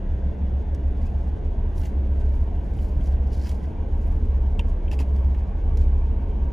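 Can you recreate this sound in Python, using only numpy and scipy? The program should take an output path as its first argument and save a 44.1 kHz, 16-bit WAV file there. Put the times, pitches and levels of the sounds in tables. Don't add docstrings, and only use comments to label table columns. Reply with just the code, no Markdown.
import sys
import numpy as np
from scipy import signal
from scipy.fft import rfft, irfft
from scipy.io import wavfile
from scipy.ndimage import uniform_filter1d

SR = 44100
rng = np.random.default_rng(int(sys.argv[2]) if len(sys.argv) > 2 else 0)


def master_out(mix):
    frames = np.transpose(np.atleast_2d(mix))
    ceiling = np.clip(frames, -1, 1)
    pcm = np.round(ceiling * 32767).astype(np.int16)
    wavfile.write(sys.argv[1], SR, pcm)


def voltage_ratio(decibels):
    exponent = np.asarray(decibels, float) / 20
    return 10 ** exponent


N = 287532


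def evened(x):
    return x / np.sqrt(np.mean(x ** 2) + 1e-20)


def read(points, hz):
    table_hz, value = np.transpose(points)
    return np.interp(np.log(hz + 1), np.log(table_hz + 1), value)


def drift(rate_hz):
    t = np.arange(0, N, 256) / SR
    speeds = rate_hz * rng.uniform(.1, 1, 12)
    slow = sum(np.sin(2 * np.pi * (f * t + rng.random())) for f in speeds)
    return np.interp(np.arange(N) / SR, t, evened(slow))


def colour(x, points, below_db=-24):
    hz = np.fft.rfftfreq(512, 1 / SR)
    octaves_under = np.maximum(np.log2(points[0][0] / (hz + 1)), 0)
    response = voltage_ratio(read(points, hz) + below_db * octaves_under)
    taps = np.roll(irfft(response), 256) * np.hanning(512)
    return signal.oaconvolve(x, taps[None] / np.linalg.norm(taps), "same")


def tone(hz, db):
    turns = np.cumsum(hz * np.ones(N)) / SR + rng.random()
    return np.sqrt(2) * voltage_ratio(db) * np.sin(2 * np.pi * turns)


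# [pitch_hz, level_db per Hz]
AIR = [(3000, -0.5), (4200, -10.5), (5500, -11), (6350, -11.5), (6650, -5), (7000, -23.5), (8000, -17),
       (9500, -13.5), (11500, -31), (12500, -40.5), (15000, -43)]
AIR_DB = -71.5


def hiss():
    return voltage_ratio(AIR_DB + 1.8 * drift(15)) * colour(rng.standard_normal((1, N)), AIR)


# [time_s, pitch_hz, level_db rms]
CHIRP = [
    (1.0, 1860, -85),
    (1.015, 2020, -62),
    (1.041, 2230, -61),
    (1.065, 2470, -63),
    (1.082, 2750, -57),
    (1.092, 2480, -59),
    (1.105, 2500, -85),
]


def chirp():
    time_s, pitch_hz, level_db = np.transpose(CHIRP)
    t = np.arange(N) / SR
    level = np.interp(t, time_s, level_db, -140, -140) + 3.5 * drift(60) - 5
    return tone(np.interp(t, time_s, pitch_hz), level)


# [pitch_hz, level_db per Hz]
GRIT = [(3000, -6.5), (4000, -3), (4700, -2.5), (6500, -4.5), (8500, -3), (10500, -11.5), (12000, -15.5),
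        (14000, -14), (15500, -10.5)]
# [pitch_hz, level_db per Hz]
FINES = [(8500, 0), (10500, -3), (12000, -3.5), (14000, -1.5), (15500, -8)]
# [middle_s, half_length_s, grit_db rms, fines_above_grit_db]
STROKES = [(.3, .3, -88.5, -5), (0.874, .06, -76, -7), (1.05, 0.065, -67.5, -6), (1.23, .14, -74, -8),
           (1.8, .04, -62.5, 4), (1.858, .05, -62, -2), (2.222, 0.13, -72, -7), (2.381, 0.1, -71, -2.5),
           (2.677, .16, -75, -1), (2.837, 0.084, -64, -0.8), (3.062, 0.063, -64.5, -5),
           (3.355, .05, -60, -10.5), (3.418, .05, -65, -8), (3.487, 0.073, -58, -6),
           (3.65, 0.07, -69, -8.5), (4.072, 0.17, -72, 1), (4.255, 0.045, -74, -13), (4.5, 0.2, -79, -2.5),
           (4.69, .05, -70.5, -9.5), (4.934, .016, -55, -6), (5.012, .022, -56, -7),
           (5.15, .1, -71.5, -1.5), (5.358, .08, -72, -8.5), (5.68, .04, -77, 0),
           (5.814, 0.054, -67.5, -4.5), (6.0, .1, -77, -12.5)]
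STROKE_FALL_DB, STROKE_EDGE, STROKE_RISE = 9.5, 1.2, 1
REST_DB, REST_FINES_DB = -83.5, -91


def scuffs():
    middle_s, half_s, grit_db, fines_db = np.transpose(STROKES)[:, :, None]
    t = np.arange(0, N, 64) / SR
    reach = abs((t - middle_s) / half_s * np.where(t < middle_s, STROKE_RISE, 1))
    coarse_db = grit_db - STROKE_FALL_DB * reach ** STROKE_EDGE
    layers = [(coarse_db, REST_DB, 1.5, GRIT), (coarse_db + fines_db, REST_FINES_DB, -2.5, FINES)]
    out = np.zeros(N)
    for stroke_db, rest_db, lift_db, grain in layers:
        size = voltage_ratio(2.3 * np.minimum(rng.exponential(1, N), 5))
        happens = rng.random(N) < 7000 / SR
        clicks = evened(size * happens * rng.choice([-1., 1.], N))
        strength = np.sqrt((voltage_ratio(stroke_db) ** 2).sum(0) + voltage_ratio(rest_db) ** 2)
        level = np.interp(np.arange(N) / SR, t, strength)
        clumps = voltage_ratio(lift_db + 2.9 * drift(70))
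        out += colour(clicks[None] * level * clumps, grain)[0]
    return out


# [start_s, peak_db, crunch_db]
SNAPS = [(0.7472, -45, -55), (1.7726, -52, -59.5), (1.7792, -43, -56.5), (2.2094, -55.5, -54.5),
         (2.2527, -57, -64.5), (2.789, -55, -57), (2.8458, -54.5, -56), (3.0097, -58, -53.5),
         (3.058, -52, -54.5), (3.0718, -48.5, -56.5), (3.123, -55, -59.5), (3.2715, -55, -62),
         (3.3213, -51.5, -57), (3.3308, -53, -55), (3.3442, -53, -53.5), (3.3646, -53, -64.5),
         (3.3953, -49.5, -67), (3.414, -50.5, -54.5), (3.492, -35.5, -55.5), (3.5044, -49, -53),
         (3.514, -43.5, -53), (3.64, -55, -53.5), (4.5928, -40, -34.5), (4.8816, -69, -53.5),
         (5.1616, -53, -54), (5.245, -55.5, -56), (5.3465, -57.5, -52), (5.7716, -40.5, -53.5),
         (5.7868, -64, -59.5), (5.813, -47, -55)]
# [start_s, gap_s, peak_db, crunch_db, change_db per snap]
ROLLS = [
    (1.796, .0189, -53, -55.5, 3),
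    (3.4355, .0112, -52, -53.5, 2.5),
    (4.9145, 0.0067, -43.5, -43.5, -2.1),
    (4.99, 0.0079, -40, -40, -2.7),
]
# [pitch_hz, level_db per Hz]
BODY = [(1700, 0), (3300, -4), (4200, -26)]


def snaps():
    t = np.arange(4000) / SR
    spray, crunch = np.zeros((2, N))
    attack = np.minimum(t / .0003, 1)
    stones = list(SNAPS)
    for start_s, gap_s, db, crunch_db, change_db in ROLLS:
        stones += [(start_s + k * gap_s, db + k * change_db, crunch_db + k * change_db) for k in range(4)]
    for start_s, db, crunch_db in stones:
        at = slice(round(start_s * SR), round(start_s * SR) + 4000)
        spray_noise, crunch_noise = rng.standard_normal((2, 4000))
        spray[at] += voltage_ratio(db - 5.5 - 60 * t / 0.039) * attack * spray_noise
        crunch_db += 0.95 * min(crunch_db + 53.0, 0)
        crunch[at] += voltage_ratio(min(crunch_db, -46) - 2.0 - 60 * t / 0.086) * attack * crunch_noise
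    return colour(spray[None], GRIT)[0] + colour(crunch[None], BODY)[0]


# [start_s, peak_db, pitch_hz]
PEBBLES = [(1.8153, -49, 5450), (1.8564, -44, 6450), (3.0579, -50, 5510), (3.1233, -58, 4960),
           (3.1344, -56, 4510), (3.2715, -54, 5130), (3.3044, -57, 5160), (3.3204, -54, 4370),
           (3.3323, -45, 4950), (3.3434, -51, 4430), (3.353, -49, 4520), (3.3654, -49, 5200),
           (3.3774, -52, 4870), (3.3962, -52, 4480), (3.4034, -52, 4550), (3.4146, -46, 4760),
           (3.4224, -48, 5180), (3.4354, -45, 5490), (3.4448, -42, 5130), (3.454, -42, 5100),
           (3.4624, -45, 5110), (3.4695, -54, 4280), (3.4695, -40, 5270), (3.6406, -59, 4920),
           (3.6544, -55, 5460)]
PEBBLE_T60, PEBBLE_DB, PEBBLE_SPREAD = 0.031, -6.5, .18


def pebbles():
    t, out = np.arange(2000) / SR, np.zeros(N)
    for start_s, db, hz in PEBBLES:
        spread, turn = rng.uniform(-1, 1, (2, 6, 1))
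        mode_hz = hz * (1 + PEBBLE_SPREAD * spread)
        ring = np.sin(2 * np.pi * (mode_hz * t + turn)).sum(0) / np.sqrt(3)
        fade = voltage_ratio(db + PEBBLE_DB - 60 * t / PEBBLE_T60)
        out[round(start_s * SR):][:2000] += fade * np.minimum(t * hz / 3, 1) * ring
    return out


# [start_s, peak_db, pitch_hz, ring_time_s
# to fall 60 dB]
KNOCKS = [(1.821, -49, 1500, 0.065), (1.855, -43, 2800, .02), (2.788, -46, 3000, .02),
          (4.5935, -28, 2736, 0.028), (4.5932, -28, 3030, 0.012), (4.5937, -36, 3600, 0.022),
          (4.596, -41, 2490, 0.045), (4.5945, -27, 937, 0.031), (4.609, -45, 3000, .03),
          (4.597, -42.5, 2400, .04), (4.915, -45, 4950, .015), (4.915, -43.5, 7600, .012),
          (4.991, -46.5, 4900, .025), (4.8806, -45, 2670, .025), (4.8806, -45.5, 3100, .025),
          (4.914, -34, 2640, 0.021), (4.922, -42, 2650, .02), (4.929, -44, 2750, .02),
          (4.9315, -46, 4900, .03), (4.936, -42, 2600, .025), (4.927, -33, 800, 0.053),
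          (4.936, -32, 635, 0.039), (4.99, -29, 2630, 0.012), (4.997, -38, 2600, 0.03),
          (5.019, -43, 2540, .025), (4.999, -40, 1165, 0.033), (5.005, -30, 930, 0.032),
          (4.997, -26, 274, 0.11), (5.0, -30, 430, 0.098)]


def knocks():
    t, out = np.arange(6000) / SR, np.zeros(N)
    for start_s, db, hz, t60 in KNOCKS:
        fade = voltage_ratio(db - 60 * t / t60)
        out[round(start_s * SR):][:6000] += fade * np.minimum(t * hz / 2, 1) * np.sin(2 * np.pi * hz * t)
    return out


# [pitch_hz, level_db per Hz]
ROAR = [(15, -19), (45, -9.5), (100, 1.5), (140, -4), (200, -2), (280, -8), (450, -13.5), (600, -17),
        (950, -23), (1300, -33), (1600, -30.5), (2100, -39.5), (2800, -39.5), (4000, -49.5)]
ROAR_DB = -36
# [pitch_hz, likeness 0 to 1]
SAME = [(60, 0.99), (125, 0.98), (300, 0.56), (700, .6), (1200, 0.21), (1900, 0.31), (2300, 0.92),
        (4500, 0.72)]
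# [pitch_hz, left_minus_right_db]
LEAN = [(60, -1.5), (150, -4), (380, 2), (950, 1), (2380, -0.5), (5980, -1), (15000, 2.5)]
# [pitch_hz, width_hz, first_db, last_db]
CASINGS = [(428, 13, 4, 7.5), (548, 11, 5.5, 5), (683, 34, 5, 2), (877, 110, 3, 2.5), (928, 40, 0.5, 5.5),
           (1113, 37, -0.5, 7), (1555, 34, 4, 3.5), (1960, 140, 4.5, -0.5), (2260, 190, 1, 6),
           (3100, 80, -2, 2), (3470, 35, 9.5, -8.5)]


def roar():
    frames, hz = N // 512 + 5, np.fft.rfftfreq(2048, 1 / SR)
    a, b, c, d, patches = rng.standard_normal((frames, 1025, 5)).T
    patches = uniform_filter1d(patches, size=4, axis=0)
    patches = evened(uniform_filter1d(patches, size=6, axis=1))
    same = np.clip(read(SAME, hz), -1, 1)[:, None]
    left = a + 1j * b
    right = same * left + np.sqrt(1 - same ** 2) * (c + 1j * d)
    shape_db = read(ROAR, hz) - 30 * np.maximum(np.log2((hz + 1) / ROAR[-1][0]), 0)
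    lean_db = np.array([.5, -.5])[:, None] * read(LEAN, hz)
    lift_db = 0
    for casing_hz, width_hz, *ends_db in CASINGS:
        bump = np.exp(-.5 * ((hz - casing_hz) / width_hz) ** 2)
        lift_db = lift_db + np.outer(bump, np.linspace(*ends_db, frames))
    z = np.array([left, right]) * voltage_ratio((shape_db + lean_db)[:, :, None] + lift_db + 1.82 * patches)
    sound = signal.istft(z, nperseg=2048, noverlap=1536)[1][:, 512:N + 512]
    return evened(sound) * voltage_ratio(ROAR_DB)


def turning(hz, drift_hz, stroke_s, levels, first):
    t = np.arange(N) / SR - stroke_s
    turn = 2 * np.pi * (hz * t + .5 * drift_hz * t ** 2)
    *orders_db, swell_db = levels
    orders = (voltage_ratio(db + swell_db * t) * np.cos(k * turn) for k, db in enumerate(orders_db, first))
    return np.sqrt(2) * sum(orders)


# [speed_hz, drift_hz per s, firing_stroke_s]
ENGINES = [(16.57, -.0353, 3.2702), (16.8073, -.0045, 3.2259), (16.8936, -.0046, 3.2662),
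           (15.9579, .0051, 3.2754)]
# [second_db, third_db, fourth_db, swell_db per s]
ENGINE_DB = [(-30.5, -32, -27, 0.5), (-34, -39, -30.5, 0.63), (-38, -64, -35, 1.2),
             (-34, -70, -36.5, -0.43)]
# [speed_hz, drift_hz per s, down_stroke_s]
WEIGHTS = [(26.691, -.003, 3.2577), (53.34, .032, 3.2529), (73.567, -.001, 3.255), (78.796, .008, 3.2615),
           (80.023, -.033, 3.2619), (80.477, .07, 3.2552), (82.854, -.156, 3.2572), (50.176, .043, 3.2669)]
# [level_db, swell_db per s]
WEIGHT_DB = [(-35, -0.3), (-44.5, 0), (-32.5, -0.5), (-42.5, 0.5), (-36.5, 1), (-40, 1.5), (-40, -0.2),
             (-45, -1.9)]
# [pitch_hz, level_db rms, waver_db]
HUMS = [(107.5, -50.5, 0.5), (120.4, -58, 2), (133.6, -51.5, 2), (195, -51.5, 0.5), (190.4, -54.5, 4.5),
        (221.3, -57.5, -0.7), (293.8, -60.5, 0.5)]
ORDERS_DB = -49.5


def drums():
    engines = sum(turning(*row, db, 2) for row, db in zip(ENGINES, ENGINE_DB))
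    weights = sum(turning(*row, db, 1) for row, db in zip(WEIGHTS, WEIGHT_DB))
    hums = sum(tone(hz * (1 + 0.0019 * drift(0.97)), db + waver_db * drift(1.2)) for hz, db, waver_db in HUMS)
    steady_hz = WEIGHTS[0][0]
    speed = steady_hz * (1 + 0.00095 * drift(0.99))
    orders = np.zeros(N)
    for k in range(8, 26):
        orders += tone(k * speed, ORDERS_DB + read(ROAR, k * steady_hz) + 3.1 * drift(3))
    sides = voltage_ratio(np.array([[-.15], [.15]]))
    return (engines + weights + hums + orders) * sides


def scene():
    near = scuffs() + snaps() + knocks() + pebbles()
    scatter = rng.standard_normal((2, 600)) * voltage_ratio(-60 * np.arange(600) / SR / 0.036)
    scattered = signal.oaconvolve(near[None], scatter / np.linalg.norm(scatter[0]))[:, :N]
    ground = near + voltage_ratio(-17) * scattered
    return hiss() + chirp() + ground + roar() + drums()


# [pitch_hz, right_leads_turns]
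PORTS = [(20, .012), (200, .012), (2000, .01), (3000, -.06), (4300, -.05), (4900, 0), (6700, 0), (8500, .5),
         (9900, 1), (10300, 1), (12100, 1.5), (13700, 2), (14400, 2), (15800, 2.5)]


def ports(dry):
    padded = np.pad(dry, ((0, 0), (2048, 2048)), "reflect", reflect_type="odd")
    padded *= signal.windows.tukey(N + 4096, 4096 / N)
    table_hz, turns = np.transpose(PORTS)
    lead = np.interp(np.fft.rfftfreq(N + 4096, 1 / SR), table_hz, turns)
    shift = np.exp(1j * np.pi * np.outer([-1, 1], lead))
    return irfft(rfft(padded) * shift, N + 4096)[:, 2048:N + 2048]


GATE_HZ, GATE_DB = 12300, -107


def gate(x):
    padded = np.pad(x, ((0, 0), (0, 2048)), "reflect", reflect_type="odd")
    hz, _, z = signal.stft(padded, SR, nperseg=1024)
    power = uniform_filter1d((abs(z) ** 2).mean(0), size=30, axis=0)
    power = uniform_filter1d(power, size=3, axis=1)
    shut = (power < voltage_ratio(GATE_DB) ** 2) & (hz > GATE_HZ)[:, None]
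    return signal.istft(z * ~shut, SR, nperseg=1024)[1][:, :N]


def band_limit(x):
    return signal.sosfilt(signal.butter(12, 15960, fs=SR, output="sos"), x)


def record(dry):
    opening = np.minimum(np.arange(N) / SR / 0.0016, 1) ** 2
    return band_limit(gate(ports(dry) * opening))


dry = scene()
out = record(dry)
master_out(out)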